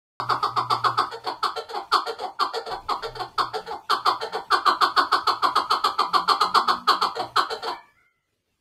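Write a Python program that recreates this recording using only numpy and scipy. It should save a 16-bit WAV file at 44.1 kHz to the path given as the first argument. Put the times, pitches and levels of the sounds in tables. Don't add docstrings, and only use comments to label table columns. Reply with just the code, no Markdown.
import sys
import numpy as np
from scipy import signal
from scipy.io import wavfile
from scipy.ndimage import uniform_filter1d

SR = 44100
rng = np.random.default_rng(int(sys.argv[2]) if len(sys.argv) > 2 else 0)


def unload_wav(signal):
    wavfile.write(
        sys.argv[1],
        SR,
        np.round(np.clip(np.atleast_2d(signal).T, -1, 1) * 32767).astype(np.int16),
    )


def volts_from_db(level):
    exponent = np.asarray(level, float) / 20
    return 10 ** exponent


N = 379392


def evened(x):
    return x / np.sqrt(np.mean(x ** 2) + 1e-20)


def read(points, hz):
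    f, value = np.transpose(points)
    return np.interp(np.log(hz + 1), np.log(f + 1), value)


def curve(rows, t):
    s, *columns = np.transpose(rows)
    return [np.interp(t, s, c) for c in columns]


def add(mix, s, sound):
    part = mix[round(s * SR):][:len(sound)]
    part += sound[:len(part)]


def wander(count, hz):
    return evened(signal.lfilter([1], [1, -np.exp(-2 * np.pi * hz / SR)], rng.standard_normal(count)))


def partridge():
    # start in seconds, level in dB, beak opening as a factor, length in seconds.
    cut_in = (.166, -13, .93, .055)
    chuks = [(0.293, -10, 0.93, 0.054), (0.43, -11, .92, 0.041), (0.566, -11, 0.9, 0.043),
             (0.702, -10, .88, 0.05), (.842, -8.5, 0.96, 0.046), (0.977, -9.5, .95, .05),
             (1.431, -11.5, 0.96, 0.047), (1.92, -8, 0.96, 0.06), (2.395, -11, 0.95, 0.06),
             (2.89, -13, 0.87, 0.051), (3.384, -10, .95, 0.04), (3.898, -9.5, 0.98, 0.055),
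             (4.055, -8, 0.92, 0.058), (6.876, -7.5, 0.98, 0.065), (7.015, -10, 0.91, 0.055),
             (7.363, -8, 1, 0.053)]
    run = [(4.508, -8.5, 0.99, 0.07), (4.656, -8, 0.97, 0.067), (4.812, -7, 0.96, 0.054),
           (4.966, -7.5, 1, 0.053), (5.12, -8, 0.97, .049), (5.272, -8.5, 0.95, 0.044),
           (5.426, -9, 0.93, 0.05), (5.559, -7.5, 0.96, .037), (5.701, -9.5, .95, 0.064),
           (5.84, -9, 0.96, 0.046), (5.986, -9.5, 0.9, .052), (6.136, -8, 0.92, 0.046),
           (6.281, -7.5, 0.93, 0.057), (6.406, -8, .94, 0.054), (6.546, -6, 0.93, 0.049),
           (6.677, -9.5, 0.96, 0.057)]
    steady = [(1.109, -26.5, 0.95, 0.065), (1.241, -31, .79, .035), (1.559, -22, 0.84, 0.057),
              (1.688, -28.5, 0.9, .049), (2.06, -21, 0.86, 0.066), (2.184, -27.5, 0.78, 0.056),
              (2.53, -20.5, 0.89, 0.08), (2.656, -26, 0.81, 0.066), (3.026, -22, 0.87, 0.055),
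              (3.156, -27.5, .9, .032), (3.535, -20.5, 0.88, 0.061), (3.664, -28, .94, 0.051),
              (4.207, -20.5, 0.92, 0.062), (4.327, -22.5, 0.88, 0.043), (7.152, -24, 0.87, 0.046),
              (7.495, -21, 0.88, 0.072), (7.622, -24.5, 0.84, 0.065)]
    rolls = [(1.268, -17, 0.95, .039), (1.738, -19, 0.94, 0.068), (2.211, -22, 0.89, 0.078),
             (2.703, -20.5, 0.97, .06), (3.194, -20, 0.97, 0.043), (3.706, -22, 0.92, .06),
             (4.342, -19.5, 0.96, 0.049), (7.194, -17.5, 0.87, 0.039), (7.666, -17.5, 0.99, 0.054)]
    # frequency in Hz, gain in dB.
    wide_open = [(170, -58), (230, -27), (310, -11), (423, -20), (577, -15.5), (850, -12.5), (1200, 6.5),
                 (1410, 0.5), (1860, -32), (2300, -20)]
    half_open = [(170, -57), (230, -27.5), (310, -15.5), (439, -9.5), (577, -19.5), (930, 4.5),
                 (1150, -6.5), (1500, -9.5), (1900, -24), (2300, -20.5)]
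    nearly_shut = [(170, -59.5), (300, -19), (380, -15), (465, -5.5), (620, -10), (790, 10), (1060, -17),
                   (1470, 0), (1800, -12), (2300, -17.5)]
    rough = {"chuk": (.025, .4), "steady": (.045, .95), "roll": (.04, .7)}
    out = np.zeros(N)
    for row in [cut_in, *chuks, *run]:
        add(out, *note(row, wide_open, rough["chuk"], usual_hz=479.6, usual_db=-11.0, lead=0.0083,
                       rise=0.65, fall=0.46, bend=1.05, closing=0.07, rasp_db=0.0))
    for row in steady:
        add(out, *note(row, nearly_shut, rough["steady"], usual_hz=462.2, usual_db=-11.5, lead=0.0083,
                       rise=0.66, fall=0.12, bend=2.1, closing=0.087, rasp_db=4.5))
    for row in rolls:
        add(out, *note(row, half_open, rough["roll"], usual_hz=452.7, usual_db=-7.5, lead=0.0091,
                       rise=0.69, fall=0.45, bend=0.99, closing=0.023, rasp_db=-6.0))
    return volts_from_db(-14.5) * out


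def note(row, lower, rough, usual_hz, usual_db, lead, rise, fall, bend, closing, rasp_db):
    # time in seconds, factor on the upper resonances, brightness in dB above 2.5 kHz.
    posture = [
        (.2, 1.04, -3),
        (1.0, 1.01, -1),
        (1.4, 0.99, 2.6),
        (4.4, 0.984, -0.25),
        (7.7, 0.97, 2.5),
    ]
    pitch_spread, bright_spread_db = 0.012, 1.0
    bright_db_per_opening, usual_opening = 20.5, 0.96
    neck_sink = 0.013
    s, db, mouth, length = row
    jitter, air_share = rough
    draws = rng.standard_normal((3, 6000))
    neck, bright_db = curve(posture, s)
    neck = neck + draws[2, -1] / 70
    bright_db = bright_db + usual_db + bright_spread_db * draws[1, -2]
    bright_db += bright_db_per_opening * (mouth - usual_opening)

    u = np.arange(round(length * SR)) / (length * SR)
    shake = evened(uniform_filter1d(draws[0], size=120))[:len(u)]
    start_hz = usual_hz * (1 + pitch_spread * draws[1, -1])
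    glide = 1 - fall * u ** (bend + draws[0, -1] / 8)
    turns = np.cumsum(start_hz * glide * (1 + jitter * shake)) / SR

    partials = np.cos(2 * np.pi * np.arange(1, 16)[:, None] * turns)
    partials[:2] *= np.minimum(np.array([[0.25], [0.55]]) + 1.94 * u, 1.3)
    pulses = evened(partials.sum(0))
    puffs = evened((0.16 + np.exp(-(turns % 1) / 0.74)) * draws[1, :len(u)])
    slow = uniform_filter1d(uniform_filter1d(draws[2], size=110), size=110)
    flutter = volts_from_db(2.2 * evened(slow)[:len(u)])
    effort = np.sin(np.pi * u ** rise) ** 2
    voice = effort * flutter * (pulses + air_share * puffs)
    hiss = np.diff(puffs, prepend=0) * np.minimum(3.5 * u, 1)
    rasp = effort ** 2 * np.minimum(4 * u, 1) * flutter * (pulses + 1.2 * hiss)
    rasp *= volts_from_db(rasp_db + 1)

    wide, upper = tracts(lower, mouth * (1 + closing), neck * (1 + neck_sink), bright_db)
    narrow, sunk = tracts(lower, mouth * (1 - closing), neck * (1 - neck_sink), bright_db)
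    low = signal.fftconvolve(voice * (1 - u), wide) + signal.fftconvolve(voice * u, narrow)
    high = signal.fftconvolve(rasp * (1 - u), upper) + signal.fftconvolve(rasp * u, sunk)
    return s - lead, volts_from_db(db) * evened(low + high)


def tracts(lower, mouth, neck, bright_db):
    # frequency in Hz, gain in dB.
    upper = [(2300, -49), (2700, -33.5), (3400, -13.5), (3880, -26.5), (4390, -11), (5100, -25.5),
             (5700, -44), (7000, -32.5), (8800, -33.5), (9900, -47), (11000, -37), (12600, -43.5),
             (13600, -58.5), (15000, -58)]
    hz = np.fft.rfftfreq(2048, 1 / SR)
    above_db = -10 * np.log10(1 + (2200 / (hz + 1)) ** 12)
    below_db = -10 * np.log10(1 + (hz / 2200) ** 12)
    low_db = read(lower, hz / mouth) + below_db
    high_db = read(upper, np.where(hz < 6500, hz / neck, hz)) + bright_db + 13.5 + above_db
    high_db += 13 * (mouth - 1) * (hz > 9500)
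    return causal(low_db), causal(high_db)


def causal(db):
    log_gain = np.log(volts_from_db(np.r_[db, db[-2:0:-1]]))
    return np.fft.ifft(np.exp(np.conj(signal.hilbert(log_gain)))).real[:1024]


def fowl():
    # time in seconds, pitch in Hz, level in dB.
    crows = [
        [(7.7, 586, -31.5), (7.8, 572, -52), (7.88, 577, -52.5), (7.97, 570, -91)],
        [(7.93, 665, -69), (7.99, 708, -54.5), (8.07, 713, -67), (8.12, 685, -74), (8.18, 672, -77),
         (8.32, 667, -80.5)],
    ]
    harmonics = [
        [-36, -11, -5.5, -7.5],
        [-20, -0.5, 0.5, -35],
    ]
    out = np.zeros(N)
    for rows, levels in zip(crows, harmonics):
        t = np.arange(rows[0][0], rows[-1][0], 1 / SR)
        hz, db = curve(rows, t)
        turns = np.cumsum(hz * (1 + 0.017 * wander(len(t), 55))) / SR
        voice = sum(volts_from_db(o) * np.sin(2 * np.pi * k * turns) for k, o in enumerate(levels, 1))
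        throb = (1 + 0.77 * np.sin(2 * np.pi * 62 * t)) * volts_from_db(1.6 * wander(len(t), 30.73))
        add(out, t[0], volts_from_db(db) * voice * throb * signal.windows.tukey(len(t), 0.1))
    return out


def yard(x, tail_db=2.0, late_db=-27, late_t60=0.41):
    # frequency in Hz, time to fall by 60 dB in seconds.
    t60 = [(250, 0.17), (700, 0.25), (1700, 0.24), (4600, 0.22), (12000, 0.13)]
    # frequency in Hz, gain in dB.
    wet = [(250, 10.5), (370, -12.5), (480, 8.5), (730, -4.5), (950, 4.5), (1250, -4.5), (2000, -1.5),
           (4400, -2.5), (8000, 0), (13000, -0.5)]
    # delay in seconds, level in dB.
    echoes = [(.0047, -34), (.0091, -11.5), (.0137, -9.5), (.021, -23), (.028, -12), (.043, -19.5)]
    taps = np.zeros(SR)
    at = np.arange(200, SR - 20, 20)
    taps[at + rng.integers(0, 20, len(at))] = rng.choice([-1., 1.], len(at))
    hz, t, z = signal.stft(taps, SR, nperseg=512)
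    decay = volts_from_db(-60 * t / read(t60, hz)[:, None]) + volts_from_db(late_db - 60 * t / late_t60)
    tail = signal.istft(z * decay * volts_from_db(read(wet, hz))[:, None], SR, nperseg=512)[1]
    room = volts_from_db(tail_db) * tail / np.linalg.norm(tail)
    room[0] += 1
    for k, (s, db) in enumerate(echoes):
        room[round(s * SR)] += (-1) ** k * volts_from_db(db)
    return signal.fftconvolve(x, room)[:N]


def engine():
    # start in seconds, length in seconds, frequency in Hz, level in dB.
    drones = [(.1, 0.35, 120.8, -41.5), (.4, 0.71, 119.2, -39.5), (1.0, 0.44, 121.7, -56.5),
              (2.68, 0.32, 28.5, -49), (2.98, 0.26, 28.8, -47), (3.03, 0.28, 122, -47.5),
              (3.34, .15, 29, -52), (3.34, 0.24, 122, -49), (3.52, 0.25, 179, -52), (3.9, 0.45, 122, -57.5),
              (4.27, 0.17, 179, -52.5), (4.7, 0.33, 122, -56.5), (5.3, .3, 122, -56),
              (6.04, 0.3, 176, -46.5), (6.42, 0.15, 183, -44.5), (6.58, 0.34, 244, -45.5),
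              (6.62, 0.3, 187, -51), (6.9, 0.23, 183, -49.5), (7.14, 0.3, 119.6, -50)]
    out = np.zeros(N)
    waver, throb = wander(N, 7.5), wander(N, 4.5)
    for s, length, hz, db in drones:
        span = slice(round(s * SR), round((s + length) * SR))
        turns = np.cumsum(hz * (1 + 0.01886 * waver[span])) / SR
        swell = signal.windows.tukey(len(turns), 0.57)
        swell = swell * volts_from_db(db + 1.6 * throb[span])
        add(out, s, swell * np.sin(2 * np.pi * turns))
    return out


def air(patchy_db=3.5, treble_follow=0.85, pump_db=2.5):
    # time in seconds, level in dB at 45-105 Hz.
    loudness = [(0.2, -54.5), (0.69, -56), (0.76, -56), (1.37, -64), (2.68, -65.5), (2.73, -56),
                (3.12, -61.5), (5.53, -58), (7.08, -59.5), (7.66, -58.5), (8.13, -82.5), (8.6, -79.5)]
    # frequency in Hz, level in dB.
    spectrum = [(12, -41.5), (25, -26.5), (60, -6), (133, -11.5), (254, -15), (355, -12), (916, -26.5),
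                (3000, -22), (6000, -29.5), (14500, -36.5)]
    frames, hz = N // 256 + 5, np.fft.rfftfreq(1024, 1 / SR)
    a, b, patches = rng.standard_normal((frames, 513, 3)).T
    patches = evened(uniform_filter1d(uniform_filter1d(patches, size=6, axis=0), size=10, axis=1))
    level_db = curve(loudness, np.arange(frames) * 256 / SR)[0] + 88.5
    level_db = level_db + pump_db * evened(uniform_filter1d(rng.standard_normal(frames), size=14))
    follow = treble_follow + (1 - treble_follow) / (1 + (hz / 300) ** 2)
    gain_db = read(spectrum, hz)[:, None] + patchy_db * patches + np.outer(follow, level_db)
    wash = signal.istft((a + 1j * b) * volts_from_db(gain_db), nperseg=1024, noverlap=768)[1][:N]
    return volts_from_db(-75) * wash / np.std(wash[-SR // 4:])


def scene():
    return (yard(partridge() + volts_from_db(-6.5) * fowl()) + engine() + air())[None]


def thinned(x):
    hz, t, z = signal.stft(x, SR, nperseg=3072, noverlap=2304)
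    size = uniform_filter1d(abs(z), size=3, axis=2)
    top = size.max(1, keepdims=True)
    thrift = uniform_filter1d(rng.standard_normal(z.shape), size=16, axis=1)
    thrift = evened(uniform_filter1d(thrift, size=4, axis=2))
    weak = size < volts_from_db(-31 + 6 * thrift) * top
    middle = ((hz > 1600) & (hz < 5200))[:, None]
    fading = top < np.roll(top, 1, axis=2)
    kept = np.where(weak & middle & fading, z / 20, z)
    return signal.istft(kept, SR, nperseg=3072, noverlap=2304)[1][:, :N]


def top_cut(x):
    return signal.sosfilt(signal.butter(12, 16550, fs=SR, output="sos"), x)


def record(dry):
    low_pass = signal.firwin(255, 15600, fs=SR)[None]
    dull = signal.oaconvolve(thinned(dry), low_pass, "same")
    start_s = 0.2
    return top_cut(dull * (np.arange(N) >= start_s * SR))


dry = scene()
out = record(dry)
unload_wav(out)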